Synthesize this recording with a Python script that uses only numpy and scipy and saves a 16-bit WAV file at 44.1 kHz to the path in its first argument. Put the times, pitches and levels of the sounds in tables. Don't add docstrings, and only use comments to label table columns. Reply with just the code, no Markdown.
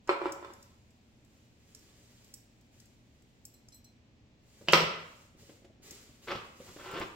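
import sys
import numpy as np
from scipy import signal
from scipy.fft import rfft, irfft, next_fast_len
from scipy.io import wavfile
from scipy.ndimage import map_coordinates

SR = 44100
rng = np.random.default_rng(int(sys.argv[2]) if len(sys.argv) > 2 else 0)


def log_audio(samples):
    frames = np.atleast_2d(samples).T
    limited = np.clip(frames, -1, 1)
    pcm = np.round(limited * 32767).astype(np.int16)
    wavfile.write(sys.argv[1], SR, pcm)


N = 315315
TIME = np.arange(N) / SR
HIT = 2 ** 15
HIT_HZ = np.fft.rfftfreq(HIT, 1 / SR)
HIT_T = np.arange(HIT) / SR

# f/Hz, level/dB
METAL_COLOUR = [(600, -42), (1900, -27.5), (3200, -30.5), (4400, -9.5), (5300, 1), (6300, -1), (7500, 0.5),
                (8300, -3.5), (9300, -15.5), (11500, -7), (13500, -10.5), (16000, -8)]


def amp(db):
    return 10 ** (np.asarray(db) / 20)


def unit(x):
    return x / np.sqrt(np.mean(x ** 2) + 1e-20)


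def along(points, hz):
    f, v = np.transpose(points)
    return np.interp(np.log(hz + 1), np.log(f), v)


def wobble(rate):
    knots = rng.standard_normal(int(N * rate / SR) + 4)
    return map_coordinates(knots, [TIME * rate], order=1)


def filtered(x, response):
    n = x.shape[-1]
    m = next_fast_len(n + HIT // 2)
    spectrum = rfft(x, m) * response(np.fft.rfftfreq(m, 1 / SR))
    return irfft(spectrum, m)[..., :n]


def resonances(modes, f):
    return sum(amp(db) * 1j * f * w / (c * c - f * f + 1j * f * w) for c, w, db in modes)


def struck(spectrum, tilt_db):
    octaves = np.log2(np.maximum(HIT_HZ, 100) / 1000)
    cepstrum = irfft(np.log(amp(along(spectrum, HIT_HZ) + tilt_db * octaves)))
    cepstrum[1:HIT // 2] *= 2
    cepstrum[HIT // 2 + 1:] = 0
    return irfft(np.exp(rfft(cepstrum)))


def contact(spectrum, tilt_db, push_hz, t60, rise):
    envelope = amp(-60 * HIT_T / t60) * (1 - np.exp(-HIT_T / rise))
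    chatter = unit(rng.standard_normal(HIT) * envelope) / np.sqrt(HIT)
    corner = min(push_hz, SR / 3)
    push = signal.lfilter(*signal.butter(2, corner, fs=SR), HIT_T == 0)
    force = push + signal.lfilter(*signal.butter(2, corner, "high", fs=SR), chatter)
    return signal.fftconvolve(force, struck(spectrum, tilt_db))[:HIT]


def friction(spectrum, rate, grain_db, flutter_db, tilt_db):
    slips = (rng.random(N) < rate / SR) * rng.standard_normal(N)
    force = rng.standard_normal(N) + amp(grain_db) * unit(slips)

    def colour(hz):
        return amp(along(spectrum, hz) + tilt_db * np.log2(hz + 20))

    return unit(filtered(force, colour) * amp(flutter_db * wobble(60)))


def stroke(start, length, db, attack, release, swell_db=0):
    t = TIME - start
    rise = np.sin(np.pi / 2 * np.clip(t / attack, 0, 1)) ** 2
    speed_db = swell_db * (np.clip(t / length, 0, 1) - .5)
    fade_db = 60 * np.clip((t - length) / release, 0, 2)
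    return rise * amp(db + speed_db - fade_db)


def scatter(start, end, rate, db, tilt_db, spread_db):
    slots = np.arange(start, end, 1 / rate)
    late, loud, bright = rng.uniform(-1, 1, (len(slots), 3)).T
    times = slots + (1 + late) / 2 / rate
    return np.transpose([times, db + spread_db * loud, tilt_db + spread_db * bright])


def diffuse(n):
    # f/Hz, left-right likeness (correlation, no unit)
    likeness = [(60, .9), (250, 0.85), (640, 0.44), (1300, -0.17), (3000, 0.033), (15000, 0.29)]

    def mid_side_gains(hz):
        turn = np.arccos(np.clip(along(likeness, hz), -1, 1)) / 2
        return np.array([np.cos(turn), np.sin(turn)])

    mid, side = filtered(rng.standard_normal((2, n)), mid_side_gains)
    return np.array([mid + side, mid - side])


def room(x, wet_db, lag, early_db=-2, early_t60=0.18, gap=0.001):
    # f/Hz, t60/s
    tail_t60 = [(100, 0.48), (400, 0.66), (1200, 0.72), (3000, 0.65), (6000, 0.51), (14000, 0.34)]
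    # f/Hz, width/Hz, level before the wet gain/dB
    standing_waves = [(367, 26, 8), (560, 28, 3.5), (682, 14, -9)]
    hz, t, z = signal.stft(diffuse(HIT), SR, nperseg=256)
    decay = amp(-60 * t / along(tail_t60, hz)[:, None])
    tail = signal.istft(z * decay, SR, nperseg=256)[1][:, :HIT]
    early = diffuse(HIT) * amp(-60 * HIT_T / early_t60)
    rise = 1 - np.exp(-(HIT_T / gap) ** 2)
    walls = (unit(tail * rise) + amp(early_db) * unit(early * rise)) / np.sqrt(HIT)
    walls = walls + irfft(resonances(standing_waves, HIT_HZ))

    def ear_delays(f):
        return np.exp(1j * np.pi * f * lag / SR * np.array([[-1], [1]]))

    direct = filtered(x, ear_delays)
    return direct + amp(wet_db) * signal.fftconvolve(x[None], walls, axes=1)[:, :len(x)]


def play(events, sound, wet_db, lag):
    out = np.zeros((2, N + HIT))
    for s, db, tilt_db in events:
        x = sound(tilt_db)
        level = np.std(x[:SR // 100])
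        out[:, round(s * SR):][:, :HIT] += amp(db) * room(x / level, wet_db, lag)
    return out[:, :N]


def strap():
    # t/s, level before the side balance/dB, brightness/dB per octave
    flaps = [(.0925, -22.5, 1), (0.2166, -34.5, -1.5), (0.2568, -30.5, -1.5), (.4272, -45.5, -1),
             (.447, -47, 3.5), (.504, -53.5, 2)]
    # f/Hz, level/dB
    webbing = [(60, -20), (220, -26), (320, -4.5), (460, -5), (720, -5), (1050, -3.5), (1350, -6.5),
               (1750, -10.5), (2500, -16), (4200, -27.5), (5300, -29), (6200, -40.5), (7800, -33),
               (9500, -53.5), (15000, -52)]
    # f/Hz, width/Hz, level/dB
    pad_modes = [(355, 78, 9.5), (556, 5.1, 13), (1014, 180, 3), (1316, 25, 12), (2350, 18, 12),
                 (3526, 90, 3), (4220, 58, 7.5)]
    swish_lead_s, swish_s, swish_db = 0.026, .064, -18.5

    def flap(tilt_db):
        pull = contact(webbing, tilt_db, push_hz=2090, t60=0.033, rise=0.00045)
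        return filtered(pull, lambda f: 1 + resonances(pad_modes, f))

    motion = sum(stroke(s - swish_lead_s, swish_s, db + swish_db, attack=0.033, release=0.11)
                 for s, db, _ in flaps)
    swish = motion * friction(webbing, rate=820, grain_db=-0.5, flutter_db=1.0, tilt_db=2.5)
    sound = play(flaps, flap, wet_db=-3.0, lag=7.1) + room(swish, wet_db=-7.5, lag=0.83)
    return sound * amp([[-.7], [.7]])


def landing():
    # t/s, level before the side balance/dB, brightness/dB per octave
    landings = [(4.685, -25, -1.5), (4.7322, -22.5, 0), (4.7338, -15.5, 0.5), (4.751, -29.5, -4.5),
                (4.8045, -35, 2), (4.8235, -37, -6.5)]
    # start/s, length/s, level before the side balance/dB
    rustles = [(4.669, .05, -42.5), (4.724, .099, -35)]
    # f/Hz, level/dB
    table = [(50, -24.5), (110, -21), (170, -7), (260, -16), (370, -4), (600, -0.5), (780, -6.5),
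             (1250, -5), (1600, -4.5), (2100, -9.5), (2900, -1), (4000, -7.5), (5600, -9), (6600, -23.5),
             (8000, -19.5), (9800, -41), (14000, -30.5)]
    # f/Hz, width/Hz, level/dB
    ringing_peaks = [(168, 14, 7), (979, 24, 1), (1262, 16, 3), (1362, 16, 4), (2033, 22, 3), (2246, 16, 2),
                     (2405, 20, 3), (2563, 14, 8), (2790, 18, 2), (3936, 16, 3), (4246, 16, 3)]
    # f/Hz, level up on the left and down on the right/dB
    table_side = [(1500, 0), (2800, -0.5), (5000, -1), (8000, 0), (13000, 4)]

    def knock(tilt_db):
        blow = contact(table, tilt_db, push_hz=453, t60=0.0097, rise=0.00044)
        return filtered(blow, lambda f: 1 + resonances(ringing_peaks, f))

    motion = sum(stroke(*row, attack=0.017, release=.06, swell_db=-4.5) for row in rustles)
    rustle = motion * friction(table, rate=600, grain_db=1, flutter_db=2.0, tilt_db=-1.5)
    clatter = play(landings, knock, wet_db=-2.0, lag=1.9) + room(rustle, wet_db=-1.5, lag=1.0)
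    return filtered(clatter, lambda hz: amp(along(table_side, hz) * np.array([[1], [-1]])))


def metal_click(tilt_db):
    # f/Hz, width/Hz, level/dB; frequency and level vary around these
    metal_modes = [(7480, 70, 3.5), (8000, 41, 2.5), (9700, 54, 1.5), (11500, 92, 9.5), (12770, 60, 9),
                   (13200, 90, 6.5)]
    modes = [(hz * rng.normal(1, 0.019), width, db + rng.normal(0, 3)) for hz, width, db in metal_modes]
    tap = contact(METAL_COLOUR, tilt_db, push_hz=503.8, t60=0.014, rise=.005)
    return filtered(tap, lambda f: 1 + resonances(modes, f))


def hook_chime(tilt_db):
    # f/Hz, level/dB, t60/s
    hook_modes = [(4113, 0, .18), (5760, -2, .09), (7983, -3, .11), (9981, -17, .08), (10850, -12, .06),
                  (11720, -12, .06), (13150, -5, .08), (14190, -9, .06)]
    ring = sum(amp(db - 60 * HIT_T / t60) * np.sin(2 * np.pi * hz * HIT_T) for hz, db, t60 in hook_modes)
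    rattle = contact(METAL_COLOUR, tilt_db - 2.5, push_hz=495, t60=0.037, rise=0.0042)
    blow = contact([(1000, 0)], tilt_db, push_hz=500, t60=.018, rise=.001)
    rung = signal.fftconvolve(blow, ring)[:HIT]
    return unit(rung) + amp(-2.5) * unit(rattle)


def hardware():
    # t/s, level before the side balance/dB, brightness/dB per octave, left over right/dB
    click_rows = [(.074, -53, -9.5, -0.5), (.321, -44, 0, 3), (.5345, -57.5, -2, 3), (.626, -57.5, -4, 0),
                  (1.748, -51, -5.5, -3.5), (2.339, -45.5, 1.5, -3), (2.8, -60, -3.5, 5.5),
                  (3.452, -47, 2.5, 0.5), (3.685, -56.5, -9, 3.5), (4.723, -35.5, -5, 0.5),
                  (5.908, -47.5, -3.5, 3), (6.9125, -53, 8, 8), (6.997, -51.5, 2.5, 4)]
    # t/s, level/dB, brightness/dB per octave
    chime_rows = [(3.538, -60, 6), (3.7215, -59, -4), (3.743, -57, 8), (3.843, -59.5, 1)]
    # from/s, to/s, ticks a second
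    ticking = (.7, 3.3, 2.5)
    clicks = sum(play([row], metal_click, wet_db=-8, lag=5) * amp([[side_db / 2], [-side_db / 2]])
                 for *row, side_db in click_rows)
    tick_rows = scatter(*ticking, db=-67.5, tilt_db=0, spread_db=4.0)
    ticks = play(tick_rows, metal_click, wet_db=-6.5, lag=5.7)
    return clicks + ticks + play(chime_rows, hook_chime, wet_db=-7, lag=10.0)


def cloth():
    # start/s, length/s, level/dB
    slide_rows = [(.05, .58, -75), (1.275, 0.12, -82), (1.536, .76, -71.5), (2.698, 0.12, -76.5),
                  (4.356, 0.87, -68), (5.355, 0.16, -66), (5.811, 0.12, -57.5), (6.207, 0.12, -62.5),
                  (6.517, .49, -62.5)]
    # start/s, length/s, level/dB
    hold_rows = [(0, 3.6, -81), (5.895, 1.4, -71.5)]
    # f/Hz, level/dB
    weave = [(150, -4.5), (400, 2.5), (800, -6.5), (1400, -4.5), (2500, -2.5), (4200, -2), (5600, -2),
             (7900, 0), (9200, -12), (12000, -12), (15500, -13)]
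    attack_share = 0.27
    slides = sum(stroke(s, length, db, attack=attack_share * length, release=0.5)
                 for s, length, db in slide_rows)
    holds = sum(stroke(*row, attack=.05, release=1.7) for row in hold_rows)
    rub = friction(weave, rate=1100, grain_db=-5, flutter_db=1.2, tilt_db=0)
    return room((slides + holds) * rub, wet_db=-1.0, lag=3.2)


def bag():
    # start/s, length/s, level/dB, swell over the stroke/dB, brightness/dB per octave
    scuff_rows = [(6.265, .05, -39.5, 11.5, 1), (6.336, 0.029, -44, -1.5, 2.5),
                  (6.655, 0.047, -57.5, 0.5, -1), (6.775, .248, -48, 14, 0.5)]
    # f/Hz, level/dB
    scuff_colour = [(30, -6), (90, -3), (170, -2), (260, -3), (370, 2), (560, 3), (730, -3), (1000, 2.5),
                    (1350, 3.5), (1600, -3), (3200, -6), (4300, -15), (5600, -18), (7000, -43),
                    (12000, -42.5)]
    # t/s, level/dB, brightness/dB per octave
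    bumps = [(4.611, -53.5, -0.5), (5.494, -52, .5), (5.645, -57.5, 1.5), (6.309, -44.5, 1),
             (6.353, -43.5, -4.5), (6.601, -49, -1), (6.691, -53, -10), (6.763, -48.5, 0.5),
             (6.938, -42.5, 0), (6.975, -45, 1), (7.004, -41.5, -6)]
    # f/Hz, level/dB
    padding = [(40, -16.5), (110, -9), (250, -6), (380, -7), (550, -7), (850, -21), (2000, -25),
               (6000, -35), (15000, -59)]
    # from/s, to/s, pats a second
    patting = (5.27, 6.05, 8)

    def scuff(s, length, db, swell_db, tilt_db):
        motion = stroke(s, length, db, attack=0.019, release=0.105, swell_db=swell_db)
        return motion * friction(scuff_colour, rate=1000, grain_db=-0.5, flutter_db=2, tilt_db=tilt_db)

    def bump(tilt_db):
        return contact(padding, tilt_db, push_hz=343, t60=0.048, rise=0.0037)

    scuffs = sum(scuff(*row) for row in scuff_rows)
    touches = [*bumps, *scatter(*patting, db=-59, tilt_db=-4.5, spread_db=-1.0)]
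    return room(scuffs, wet_db=-3.5, lag=-1) + play(touches, bump, wet_db=-4.5, lag=0)


def background():
    # f/Hz, relative level/dB
    rumble_colour = [(12, -44.5), (20, -13), (90, -0.5), (145, -7.5), (227, -8), (292, -8.5), (365, -15.5),
                     (510, -17.5), (554, -17), (1320, -28), (2430, -24), (4500, -30), (7440, -36),
                     (9560, -53), (15800, -51)]
    # f/Hz, rms level/dB
    hum_tones = [(119.5, -72.5), (221, -76), (241, -76)]
    rumble = unit(filtered(diffuse(N), lambda hz: amp(along(rumble_colour, hz))))
    hum = sum(amp(db) * np.sqrt(2) * np.sin(2 * np.pi * hz * TIME + 1.3 * wobble(5.1))
              for hz, db in hum_tones)
    return amp(-63.5) * rumble + hum


def scene():
    return strap() + landing() + hardware() + cloth() + bag() + background()


def record(dry):
    return filtered(dry, lambda hz: hz < 15850)


dry = scene()
out = record(dry)
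log_audio(out)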